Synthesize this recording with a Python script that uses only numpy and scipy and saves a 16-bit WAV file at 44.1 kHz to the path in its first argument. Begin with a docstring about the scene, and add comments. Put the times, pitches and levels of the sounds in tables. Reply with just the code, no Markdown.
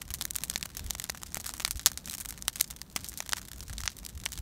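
"""Sharp pops from a pile of limbs and brush burning in an open pit in the snow, a couple of metres away.
Pockets of steam burst the wood, and the twigs and pit walls scatter each pop briefly.
Small twigs crackle, boiling sap sizzles and steam hisses from wet limbs in the gaps.
Underneath, the flames flutter over a soft roar and jets of gas catch fire with low thumps."""
import sys
import numpy as np
from scipy import signal
from scipy.fft import rfft, irfft
from scipy.io import wavfile
from scipy.ndimage import uniform_filter1d

SR = 44100
rng = np.random.default_rng(int(sys.argv[2]) if len(sys.argv) > 2 else 0)


def transcribe(signal):
    """Save signal, clipped to [-1, 1], as a 16-bit WAV file at the path in sys.argv[1]."""
    frames = np.atleast_2d(signal).T
    limited = np.clip(frames, -1, 1)
    pcm = np.round(limited * 32767).astype(np.int16)
    wavfile.write(sys.argv[1], SR, pcm)


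N = 194745

# Steam pops; knock, snap and tail relative to the mid band: start_s, level_db, knock_db, snap_db, tail_db
POP_EVENTS = [(0.0179, -32.5, -5, 1.5, -18), (0.1046, -34, -9, -2, -8), (0.1394, -26, -9, 6, -5.5),
              (0.2113, -26, -9, -4.5, -5), (0.2223, -29.5, -16, 1, -21), (0.253, -25, -4.5, 3.5, -18),
              (0.3082, -26, -11.5, 9, -31), (0.3557, -29.5, -8, 0, -6), (0.3623, -22.5, -15, 11, -27),
              (0.3852, -34, -6, -3, -25), (0.4361, -24.5, -8.5, 4.5, -6), (0.4994, -23, -15, 2.5, -17),
              (0.5588, -21.5, -7, -9.5, -18.5), (0.628, -26, -8.5, -8.5, -50), (0.7693, -30.5, -5, 5, -3.5),
              (0.907, -23, -13, -3.5, -31), (0.9512, -32.5, -4, -9, -29), (0.9985, -27.5, -6.5, -0.5, -21),
              (1.0409, -28.5, -12, 3, -15), (1.0971, -25.5, -0.5, -12, -28), (1.1005, -27.5, -12, -2, -30),
              (1.2332, -32, -3.5, -0.5, -22), (1.3448, -26.5, -5, 6, -40), (1.37, -28.5, 6.5, 5, -28),
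              (1.4003, -35, -3, 4.5, -6), (1.4646, -29, -7, 7.5, 2.5), (1.4921, -30.5, -2, 0.5, -6.5),
              (1.5381, -32.5, -1.5, 3.5, -4), (1.5986, -31.5, -2, -2, -6),
              (1.6493, -17.5, -5.5, -7.5, -12.5), (1.6778, -29, -2, 6.5, -13), (1.7094, -23, -9, 4, -14),
              (1.795, -32.5, -8.5, -9, -7), (1.8606, -8.5, -14.5, 2.5, -39), (1.8675, -15, -10.5, -4, -7.5),
              (1.9171, -34, -2.5, 2, -22), (1.9746, -30, -10, -1.5, -4), (2.0577, -34.5, -29, 3, -10),
              (2.0976, -30.5, -26, -1.5, -28), (2.139, -31.5, -7, 4, -4), (2.202, -33.5, 0, 14, 8),
              (2.2579, -30.5, -7, 9, -25), (2.2883, -35.5, -3, 13, -1), (2.3069, -32.5, -8, 5, -17),
              (2.4238, -32.5, -16, -2, -19), (2.481, -17.5, -7.5, -0.5, -17), (2.5577, -32.5, -8, 1.5, 4),
              (2.6073, -25.5, -9.5, -9, -10), (2.6109, -12.5, -14.5, 8.5, -16), (2.7028, -39, -8, 2, -0.5),
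              (2.8159, -31.5, -10, -5, -35), (2.962, -23, -2.5, -3, -5.5), (3.0443, -33.5, -11, -0.5, 1.5),
              (3.0868, -31, -28, 18, 0), (3.1747, -33, -26, 7, 0), (3.2041, -26, -2, -4, -16),
              (3.2923, -30.5, -3, 0.5, -11), (3.3225, -27, -9.5, -22, -12), (3.3326, -18.5, -0.5, -11, -26),
              (3.3686, -34, 0.5, 3, 6), (3.7814, -31.5, -27, -16, -38), (3.8045, -37, 1, -2, -36),
              (3.8772, -19.5, -5.5, -33, -15), (4.0505, -35.5, -32, -1, -17), (4.064, -33.5, -30, -1, -25),
              (4.2564, -27.5, -26, 11, -12), (4.261, -22.5, 0, -22, -19)]


def pops():
    """Steam pockets burst the limbs in loud pops."""
    return wood_bursts(POP_EVENTS, tear_t60_s=0.0074, crack=3.6, tail_t60_s=0.06)


# Spectrum of splitting wood: freq_hz, gain_db
WOOD_SPECTRUM = [(200, -8.5), (480, -15.5), (650, -7), (820, -7), (1700, -0.5), (6300, 6.5), (9500, 3.5),
                 (15000, -5)]


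def wood_bursts(rows, tear_t60_s, crack, tail_t60_s, scatter_hz=13700.0, size=2560):
    """Wood splits: a crack, tearing fibres, then splinters and scatter from twigs and pit walls."""
    start_s, level_db, knock_db, snap_db, tail_db = np.transpose(rows)[..., None]
    t = np.arange(size) / SR
    fibres, scatter, lumps = np.swapaxes(rng.standard_normal((len(rows), 3, size)), 0, 1)
    tear = fibres * undb(-60 * t / tear_t60_s)
    tear[:, 3] += crack * np.sign(tear[:, 3])
    tear = colour(tear, WOOD_SPECTRUM, size=512)
    scatter = scatter * undb(7.5 * lumps[:, np.arange(size) // 40])  # separate ticks of about 1 ms
    scatter = colour(scatter, WOOD_SPECTRUM, size=512)
    tail_envelope = undb(tail_db - 60 * t / tail_t60_s) * (1 - np.exp(-t / 0.0018))
    attack = t < .002
    bursts = 0
    for band, band_db in zip(wood_bands(), (knock_db, 0, snap_db)):
        direct = signal.sosfilt(band, tear)
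        direct = direct / direct[:, attack].std(axis=1, keepdims=True)
        tail = unit(signal.sosfilt(band, scatter))
        tail = lowpass(tail, scatter_hz)  # ash and snow soak up the treble
        bursts = bursts + undb(band_db) * (direct + tail_envelope * tail)
    bands_rms = np.sqrt(1 + undb(knock_db) ** 2 + undb(snap_db) ** 2)
    bursts = bursts * undb(level_db) / bands_rms
    out = np.zeros(N)
    for at_s, burst in zip(start_s[:, 0], bursts):
        add(out, at_s, burst)
    return out


def wood_bands(knock_hz=2200, snap_hz=7000):
    """Low, mid and high filters: thick limbs knock, thin twigs snap."""
    knock = [(knock_hz, "low")]
    mid = [(knock_hz, "high"), (snap_hz, "low")]
    snap = [(snap_hz, "high")]
    return [np.vstack([signal.butter(2, hz, kind, fs=SR, output="sos") for hz, kind in edges] * 2)
            for edges in (knock, mid, snap)]


# How briskly the fine brush burns, for crackles and sizzle: time_s, level_db
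BRUSH_BURN = [(0.0, -56.5), (0.3, -57.5), (0.57, -49), (0.69, -52), (0.96, -52), (1.5, -49.5), (1.8, -53.5),
              (1.89, -49), (1.98, -69), (2.07, -48), (2.49, -58), (2.58, -44.5), (2.88, -63), (3.0, -53.5),
              (3.45, -53.5), (3.87, -48), (4.14, -58), (4.41, -49)]


def crackles(count=140, boost_db=16.5, depth_loss_db=13.0, mean_gap_s=0.0055):
    """Twigs split in three quick, weakening steps; those deep in the pile are fainter, more scattered."""
    jitter, depth = rng.random((count, 2)).T
    thick, thin = rng.standard_normal((count, 2)).T
    onset = ((np.arange(count) + jitter) * N / count).astype(int)
    start_s = onset / SR
    level_db = curve(BRUSH_BURN)[onset] + boost_db - depth_loss_db * depth
    knock_db, snap_db, tail_db = -6 + 5 * thick, 1.5 + 3 * thin, -31 + 6 * depth
    splits = []
    for _ in range(3):
        splits.append(np.column_stack([start_s, level_db, knock_db, snap_db, tail_db]))
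        start_s = start_s + rng.exponential(mean_gap_s, count)
        level_db = level_db - 8 * rng.random(count)
    return wood_bursts(np.vstack(splits), tear_t60_s=0.013, crack=4.7, tail_t60_s=0.034)


def sizzle(ticks_per_s=400, decay_s=0.0005, gain_db=-9.5, hiss_db=-12.5, cutoff_hz=10300.0):
    """Sap boils out of the wood in tiny ticks over a faint hiss."""
    ticks = (rng.random(N) < ticks_per_s / SR) * rng.exponential(size=N) ** 2
    energy = signal.lfilter([1], [1, -np.exp(-1 / (decay_s * SR))], ticks)
    grains = unit(np.sqrt(energy) * rng.standard_normal(N))
    hiss = undb(hiss_db) * rng.standard_normal(N)
    sap = lowpass(colour(grains + hiss, WOOD_SPECTRUM), cutoff_hz)
    return unit(sap) * undb(curve(BRUSH_BURN) + gain_db)


# Gas ignitions: start_s, pitch_hz, level_db
GAS_PUFFS = [(0.106, 73.4, -32), (0.629, 177, -37.5), (0.847, 64, -37.5), (1.752, 62, -36.5),
             (3.702, 92, -34.5), (3.839, 63, -32.5), (4.165, 66.6, -36), (4.392, 67.6, -39)]


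def gas_puffs(cycles=1.1):
    """Jets of gas catch fire, each pushing the air for a cycle or two: a soft thump."""
    out = np.zeros(N)
    t = np.arange(SR // 10) / SR
    for start_s, pitch_hz, level_db in GAS_PUFFS:
        envelope = undb(level_db) * np.exp(-(pitch_hz * t / cycles) ** 2)
        add(out, start_s, envelope * np.sin(2 * np.pi * pitch_hz * t))
    return out


# Spectrum of the flames' flutter: freq_hz, gain_db
FLUTTER_SPECTRUM = [(20, -41), (38, -6.5), (58, 0), (90, -8.5), (140, -17.5), (2000, -104.5)]
# Spectrum of the flames' roar: freq_hz, gain_db
ROAR_SPECTRUM = [(70, -6.5), (180, 2.5), (450, -13), (900, -17.5), (2200, -24), (12000, -30.5)]


def flames(flutter_db=-52, roar_db=-55.0, lick_db=1.5, flare_db=7, flare_s=0.07, big_puff_hz=84.5):
    """Flames flap over a soft roar, harder around big, low puffs; both swell as tongues of fire lick up."""
    t = np.arange(N) / SR
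    flare = sum(min(big_puff_hz / pitch_hz, 1) ** 2 * np.exp(-((t - start_s) / flare_s) ** 2)
                for start_s, pitch_hz, _ in GAS_PUFFS)
    flutter = unit(colour(rng.standard_normal(N), FLUTTER_SPECTRUM)) * undb(flutter_db + flare_db * flare)
    roar = unit(colour(rng.standard_normal(N), ROAR_SPECTRUM)) * undb(roar_db)
    return (flutter + roar) * undb(lick_db * wander(rate_hz=20))


# Steam leaving wet limbs: start_s, length_s, centre_hz, level_db
STEAM_JETS = [(0.695, 0.3, 3300, -61.5), (2.905, 0.39, 3460, -67), (2.95, 0.3, 4800, -63)]


def steam_jets(q=1.6):
    """Steam hisses through a split in the wood, swelling and dying away."""
    out = np.zeros(N)
    for start_s, length_s, centre_hz, level_db in STEAM_JETS:
        swell = signal.windows.tukey(int(length_s * SR))
        hiss = signal.lfilter(*signal.iirpeak(centre_hz, q, fs=SR), rng.standard_normal(N))
        add(out, start_s, undb(level_db) * swell * unit(hiss)[:len(swell)])
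    return out


def undb(db):
    """Decibels to gain."""
    return 10 ** (np.asarray(db) / 20)


def unit(x):
    """Scale to rms 1."""
    return x / np.sqrt(np.mean(x ** 2))


def curve(rows):
    """Join (time_s, value) rows by straight lines."""
    return np.interp(np.arange(N) / SR, *np.transpose(rows))


def add(out, start_s, x):
    """Mix x into out from start_s on."""
    i = int(np.clip(start_s * SR, 0, N - 1))
    out[i:i + len(x)] += x[:N - i]


def colour(x, points, size=4096):
    """Minimum-phase filter through (freq_hz, gain_db) points, along the last axis."""
    freq_hz, gain_db = np.transpose(points)
    bins_hz = np.maximum(np.arange(size // 2 + 1) * SR / size, 1)
    gain = undb(np.interp(np.log(bins_hz), np.log(freq_hz), gain_db))
    cepstrum = irfft(np.log(gain))
    cepstrum[1:size // 2] *= 2
    cepstrum[size // 2 + 1:] = 0
    response = np.array(irfft(np.exp(rfft(cepstrum))), ndmin=x.ndim)
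    return signal.fftconvolve(x, response, axes=-1)[..., :x.shape[-1]]


def lowpass(x, cutoff_hz):
    """First-order low-pass."""
    return signal.lfilter(*signal.butter(1, cutoff_hz, fs=SR), x)


def wander(rate_hz):
    """Slewed random steps, rms 1."""
    hold = max(int(SR / rate_hz), 1)
    steps = np.repeat(rng.standard_normal(N // hold + 1), hold)
    return unit(uniform_filter1d(steps, hold)[:N])


def scene():
    """Burning wood over the flames, in mono; the snow returns no echo."""
    return (pops() + crackles() + sizzle() + steam_jets() + flames() + gas_puffs())[None]


# Microphone port response: freq_hz, gain_db
MIC_PORT = [(1800, 0.5), (2500, -2), (4000, 1.5), (4900, -0.5), (5500, 0.5), (9500, 0.5), (10400, -2.5),
            (11200, 2.5)]


def record(dry, ceiling=0.9, cutoff_hz=15600):
    """The microphone port colours the sound, the loudest crack is rounded off and the top is cut."""
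    rounded = ceiling * np.tanh(colour(dry[0], MIC_PORT) / ceiling)
    top_cut = signal.ellip(8, .2, 70, cutoff_hz, fs=SR, output="sos")
    return signal.sosfilt(top_cut, rounded)[None]


dry = scene()
out = record(dry)
transcribe(out)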